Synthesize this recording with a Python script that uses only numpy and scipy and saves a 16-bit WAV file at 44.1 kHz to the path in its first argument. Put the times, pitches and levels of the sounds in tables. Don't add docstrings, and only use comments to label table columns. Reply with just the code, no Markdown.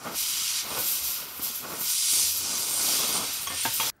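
import sys
import numpy as np
from scipy import signal
from scipy.fft import rfft, irfft
from scipy.io import wavfile
from scipy.ndimage import uniform_filter1d, map_coordinates

SR = 44100
rng = np.random.default_rng(int(sys.argv[2]) if len(sys.argv) > 2 else 0)


def field_ratio(decibels):
    return 10 ** (np.asarray(decibels, dtype=float) / 20)


def put_to_file(sound):
    columns = np.atleast_2d(sound).T
    safe = np.clip(columns, -1, 1)
    whole_steps = np.round(safe * 32767)
    wavfile.write(sys.argv[1], SR, whole_steps.astype(np.int16))


N = 176400
T = np.arange(N) / SR
HZ = np.maximum(np.arange(N // 2 + 1) * SR / N, 1)

# f/Hz, level/dB
BURN_COLOUR = [(30, 1), (90, -2.5), (300, -11), (830, -15.5), (910, -0.5), (1500, -1), (2100, -6),
               (6000, -16), (9000, -42.5)]
# t/s, level/dB
ROAR_LEVEL = [(0, -54), (.05, -38.5), (.14, -42), (.19, -57), (.6, -59.5), (.65, -44), (.79, -36.5),
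              (.87, -54), (1.6, -54.5), (1.64, -43), (1.83, -44.5), (1.91, -64.5), (2.1, -61.5),
              (2.17, -46.5), (2.3, -56), (2.7, -41.5), (3.22, -40.5), (3.35, -55)]
# f/Hz, level/dB
ROAR_TONE = [(30, -14), (80, -6), (250, 0), (700, -2.5), (1200, 0), (1550, -5), (1800, -7), (6000, -31.5)]
# t/s, peak level/dB, f/Hz
GAS_PUFFS = [
    (.11, -35, 330),
    (1.226, -39, 550),
    (1.395, -33.5, 310),
    (1.501, -39, 240),
    (3.437, -40, 400),
    (1.685, -36, 490),
    (1.81, -35, 200),
    (2.133, -39, 370),
    (2.166, -37, 390),
]
# t/s, level/dB
NOZZLE_LEVEL = [(0, -56), (.1, -54.5), (.17, -36), (.63, -40.5), (.86, -31.5), (1.01, -39.5), (1.1, -32.5),
                (1.27, -47), (1.38, -40), (1.46, -41), (1.7, -49), (1.87, -35), (2.0, -39.5), (2.3, -33.5),
                (2.47, -41), (2.9, -33), (3.22, -38.5), (3.9, -37.5)]
# f/Hz, level/dB
NOZZLE_TONE = [(4000, -30), (7000, 2.5), (10500, 2), (11300, 10), (13000, 10.5), (14500, 9), (16000, 4.5)]
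# t/s, peak level/dB, decay/s
NOZZLE_SPITS = [(.7905, -24, .004), (.802, -32, .008), (.2, -38, .05), (.3, -38, .04), (.9, -36, .06),
                (.06, -46, .06), (1.9, -38, .05), (1.7, -40, .04), (2.13, -34, .06), (2.37, -35, .02),
                (2.59, -34, .03), (2.7, -36, .05), (3.09, -35, .03), (1.05, -36, .03), (1.44, -30, .04),
                (1.56, -35, .05), (1.81, -35, .04), (3.34, -35, .02), (3.42, -34, .02), (3.64, -30, .03),
                (3.74, -35, .02)]
# t/s, level/dB, brightness/(dB per octave), ring of the hole/dB
JET_PATH = [(0, -53.5, 2.5, -15), (.13, -47, -5.5, -9.5), (.18, -33, -2, -2.5), (.6, -32.5, -2, -12.5),
            (.65, -45.5, -7.5, -10), (.88, -33, -1.5, -4), (1.17, -37, -2, -10), (1.26, -43, -5, -7),
            (1.39, -47, -7.5, -6), (1.45, -36, -0.5, -16), (1.65, -44.5, -4, -10), (1.78, -40, -1.5, -3.5),
            (1.9, -30.5, 0.5, -4.5), (2.2, -31, 0.5, 0.5), (2.35, -34, 0.5, -7), (2.95, -29.5, -1.5, -5),
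            (3.43, -38, -5.5, -4), (3.75, -33, -1, -9)]
# f/Hz, level/dB
JET_TONE = [(900, -25.5), (1900, -12), (3500, -3.5), (5800, 0), (7700, -3), (9400, -5.5), (10500, -4.5),
            (17000, -23)]
# f/Hz, level/dB
HOLE_TONE = [(6500, -29), (7900, -1.5), (8800, 5.5), (9600, 4.5), (10300, -9), (11000, -25)]
# middle t/s, length/s, then changes of jet/dB, ring of the hole/dB, roar/dB
HAND_WAVERS = [(0.05, 0.057, 3.5, -3, 1), (0.493, 0.28, 0.5, -11, -1), (0.71, 0.21, -0.5, 8, -0.5),
               (1.012, .1, -2.5, 0, 2), (1.296, 0.25, -3, -2, 3), (1.457, 0.16, 1.5, -3, 7),
               (1.87, 0.14, 1, -7, 0), (2.152, 0.39, 2, -2, 0.5), (2.47, 0.23, 0.5, -7, 4.5),
               (2.576, 0.18, 2, -1.5, 1), (2.765, 0.16, -1.4, 8, 2), (2.95, 0.41, -0.5, 0.5, 3),
               (3.155, 0.1, 2.5, 3, 0.5), (3.31, 0.21, 1.5, -5.5, -2), (3.492, .2, -5, 4, 2),
               (3.619, 0.12, 0.5, 10, -4), (3.773, 0.11, 0.5, 8, -4), (3.86, 0.2, 2, -10, -3)]
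# f/Hz, level/dB
FLOOR_ECHO = [(1350, 0), (1490, 2), (1545, -5), (1780, -5.5), (1900, -1), (1985, -7), (2040, 0)]
# middle t/s, length/s, level/dB, f/Hz
FLAME_THRUMS = [
    (1.075, 0.19, -54, 75),
    (1.408, 0.088, -52.5, 70),
    (2.294, 0.42, -55.5, 85),
    (3.54, 0.32, -54, 90),
    (3.423, .07, -52.5, 139.7),
    (3.678, 0.06, -45.5, 110),
    (3.83, 0.11, -48, 120),
]
# t/s, peak level/dB, crack level/dB
BAR_KNOCKS = [
    [(3.4715, -18.5, -12), (3.476, -24, -6)],
    [(3.502, -25.5, -11), (3.508, -32, -9), (3.518, -30, -6), (3.532, -35, -11)],
    [(3.651, -14.5, -5), (3.6586, -18, -8), (3.675, -27, -6)],
    [(3.7995, -14.5, -8), (3.832, -21, -6), (3.861, -30, -14), (3.898, -27.5, -9)],
    [(3.803, -21.5, -6), (3.8085, -24.5, -7), (3.842, -34, -4), (3.872, -28, -10)],
]
# f/Hz, time to fall 60 dB/s, level/dB at each of five contact points
METAL_MODES = [(261, 0.042, -34, -1, -4.5, -20, -17), (354, 0.092, -30, -22, -9.5, -31, -25),
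               (510, 0.13, -23, -12, -15.5, -20, -9), (693, .05, -28, -12, -1.5, -28, -25),
               (774, 0.021, -27, -12, 2, -27, -17), (904, 0.12, -22, -8, -2, -12, -1.5),
               (1255, 0.025, -25, -17, -3.5, 2, -4), (1490, 0.12, -19, -23, -8, -18, -12),
               (1617, 0.053, -22, -12, 0.5, -25, -22), (2104, .12, -8, -3, -11, -10, -12),
               (2440, 0.022, -11, -16, -13, 2.5, -14), (2780, .08, -12, -16, -15.5, -7, -8),
               (1117, 0.047, 0.5, 4, -10, -4, -11), (1805, 0.5, -28, -12.5, -23, -37, -28),
             (3285, 0.12, -2, -8, -14, -14, 1.5), (5556, .07, -7, -20, -30, -25, -20),
             (6170, .045, -7, -25, -30, -11, -7), (6500, 0.062, -3, -25, -30, -12, -10)]
# middle t/s, length/s, level/dB
BAR_SCRAPES = [
    (3.53, 0.074, -43),
    (3.863, 0.09, -42),
]
# f/Hz, level/dB
CRACK_TONE = [(250, -3.5), (900, 3.5), (3500, 7.5), (8000, -16)]
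DRAG_TONE = [(120, -3), (280, 0.5), (1200, 0.5), (2500, -17)]
# f/Hz, level/dB
YARD_TONE = [(24, -28), (40, 7), (965, -12), (1150, -11), (1520, -4.5), (2380, -22.5), (5440, -27),
             (13100, -34), (16000, -36)]
# middle t/s, low f/Hz, high f/Hz
SIDE_PATCHES = [(.28, 12300, 14500), (.40, 4200, 5300), (.40, 7500, 9100), (.41, 11700, 14000),
                (.42, 5600, 7000), (.49, 8900, 11100), (2.0, 5100, 6400), (2.625, 4200, 5300),
                (2.625, 6800, 8400), (3.045, 7500, 9100), (3.045, 9600, 11200), (3.045, 13000, 15700)]
BASS, TREBLE, TOP = (4.5, 13.2), (9.5, 14.4), (11.83, 14.4)


def unit(x):
    return x / np.sqrt(np.mean(x ** 2))


def curve(rows, col=1):
    rows = np.array(rows, float)
    return np.interp(T, rows[:, 0], rows[:, col])


def colour(x, points):
    hz, db = np.array(points, float).T
    return rfft(x) * field_ratio(np.interp(np.log(HZ), np.log(hz), db))


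def coloured_noise(points):
    return unit(irfft(colour(rng.standard_normal(N), points), N))


def swell_shape(middle_s, length_s):
    return np.cos(np.pi / 2 * np.clip(2 * (T - middle_s) / length_s, -1, 1))


def high_pass(x, order, hz):
    return signal.sosfilt(signal.butter(N=order, Wn=hz, btype="high", fs=SR, output="sos"), x)


def hand_waver(col):
    total_db = 0
    for row in HAND_WAVERS:
        away = 2 * (T - row[0]) / row[1]
        total_db = total_db + row[col] * np.maximum(1 - away ** 2, 0) ** 2
    return total_db


def walk(rate):
    k = 16
    x = np.repeat(rng.standard_normal(int(N / SR * rate) + 3), k)
    x = unit(uniform_filter1d(uniform_filter1d(x, k), k))
    return np.interp(T * rate * k, np.arange(len(x)), x)


def turbulence(points, eddy_db, eddy_rate, gust_db, flicker_db, tilt_db=0, octaves=BASS):
    eddies = rng.standard_normal(N) * field_ratio(eddy_db * walk(eddy_rate))
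    spec = colour(eddies, points)
    pitch = np.log2(HZ)
    gust, flicker, out = walk(9.09), walk(5.9), 0
    for centre in np.arange(*octaves, 1 / 3):
        flicker = 0.85 * flicker + 0.91 * walk(6.18)
        band = irfft(spec * np.clip(1 - 3 * abs(pitch - centre), 0, 1), N)
        tilt = tilt_db * (centre - np.log2(6000))
        out = out + band * field_ratio(gust_db * gust + flicker_db * flicker + tilt)
    return out / np.sqrt(np.mean(irfft(spec, N) ** 2))


def steady_burn():
    return turbulence(BURN_COLOUR, 2.1, 200, 0.87, 0.74, octaves=BASS) * field_ratio(-48)


def flame_roar():
    roar = turbulence(ROAR_TONE, 1.95, 70, 0.75, 0.53, octaves=BASS)
    return roar * field_ratio(curve(ROAR_LEVEL) + hand_waver(col=4) + 3.5)


def gas_puffs():
    out, rasp = 0, coloured_noise(ROAR_TONE)
    for start, db, hz in GAS_PUFFS:
        age = np.maximum(T - start, 0)
        fade = np.exp(-age / 0.0052) * (T > start)
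        out = out + field_ratio(db) * fade * (np.sin(2 * np.pi * hz * age) + 0.85 * rasp)
    return out


def nozzle_sizzle():
    level = field_ratio(curve(NOZZLE_LEVEL) + 0.5)
    for peak, db, length in NOZZLE_SPITS:
        rise = np.clip((T - peak) / (0.64 * length) + 1, 0, 1)
        level = level + field_ratio(db) * rise * np.exp(-np.maximum(T - peak, 0) / length)
    return turbulence(NOZZLE_TONE, 2.0, 1500, 0.94, 1.4, octaves=TOP) * level


def jet_hiss(jet_db):
    brightness = curve(JET_PATH, col=2)
    return turbulence(JET_TONE, 1.36, 1500, 0.94, 0.69, brightness, octaves=TREBLE) * field_ratio(jet_db + 2.0)


def hole_ring(jet_db):
    ring_db = curve(JET_PATH, col=3) + hand_waver(col=3)
    return turbulence(HOLE_TONE, 4.1, 1500, 0.75, 0.86, octaves=TOP) * field_ratio(jet_db + ring_db)


def torch():
    jet_db = curve(JET_PATH) + hand_waver(col=2)
    return jet_hiss(jet_db) + hole_ring(jet_db) + nozzle_sizzle() + flame_roar() + steady_burn()


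def close_echoes(x):
    age = np.arange(2000) / SR
    cloud = rng.standard_normal(len(age)) * np.exp(-age / 0.012)
    bright = high_pass(x, 2, 2600)
    cloud = signal.fftconvolve(bright, cloud / np.sqrt(np.sum(cloud ** 2)))[:N]
    delay_s = 0.001085 + 0.000305 * walk(3)
    moving = map_coordinates(bright, [(T - delay_s) * SR], mode="mirror")
    block_ring = field_ratio(3.5 * np.exp(-((HZ - 2486) / 16.7) ** 2))
    mix = x + field_ratio(-6) * cloud + field_ratio(-17) * moving
    return 0.91 * irfft(colour(mix, FLOOR_ECHO) * block_ring, N)


def thrums():
    drift = np.cumsum(walk(14)) / SR
    swell, out = field_ratio(4.6 * walk(44.7)), 0
    for middle, length, db, hz in FLAME_THRUMS:
        tone = np.sin(2 * np.pi * hz * (T + 0.069 * drift))
        out = out + field_ratio(db) * swell * swell_shape(middle, length) * tone
    return out


def metal_ring(point, age):
    ring = 0
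    for k, mode in enumerate(METAL_MODES):
        fade = np.exp(-np.log(1000) * age / mode[1])
        ring = ring + (-1) ** k * field_ratio(mode[2 + point]) * fade * np.sin(2 * np.pi * mode[0] * age)
    return ring


def knocks():
    out, age = np.zeros(N), T[:SR // 4]
    grit = coloured_noise(CRACK_TONE)
    for point, hits in enumerate(BAR_KNOCKS):
        ring = metal_ring(point, age)
        for start, db, crack_db in hits:
            i = int(start * SR)
            n = min(len(age), N - i)
            crack_fade = field_ratio(crack_db) * np.exp(-age / 0.004) + field_ratio(-15) * np.exp(-age / 0.046)
            out[i:i + n] += field_ratio(db - 10) * (ring[:n] + grit[i:i + n] * crack_fade[:n])
    return out


def bar_drag():
    level = sum(field_ratio(db) * swell_shape(middle, length) for middle, length, db in BAR_SCRAPES)
    return coloured_noise(DRAG_TONE) * level


def yard():
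    tick_s = 3.966
    age = np.maximum(T - tick_s, 0)
    tick = unit(np.diff(rng.standard_normal(N + 1))) * np.exp(-age / 0.0037) * (T > tick_s)
    return coloured_noise(YARD_TONE) * field_ratio(-63) + field_ratio(-60) * tick


def scene():
    near = close_echoes(torch() + gas_puffs()) + knocks() + bar_drag() + thrums()
    near = high_pass(near, 3, 55)
    cut_s = 3.9012
    after = T > cut_s
    fade_db = -14 - 1700 * (T - cut_s)
    gate = field_ratio(after * fade_db) * (T < cut_s + 0.0105)
    return np.tile(near * gate + after * yard(), (2, 1))


def band_limit(x):
    return signal.sosfilt(signal.butter(12, 16600, fs=SR, output="sos"), x)


def record(dry):
    noise, side = rfft(rng.standard_normal(N)), 0
    for middle, low_hz, high_hz in SIDE_PATCHES:
        patch = unit(irfft(noise * (HZ > low_hz) * (HZ < high_hz), N))
        side = side + patch * swell_shape(middle, 0.048) ** 2
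    side = side * field_ratio(curve(JET_PATH) - 8.5)
    both_ears = dry + side * np.array([[1], [-1]])
    wet = irfft(rfft(both_ears) * (HZ < 15730), N)
    return band_limit(wet)


dry = scene()
out = record(dry)
put_to_file(out)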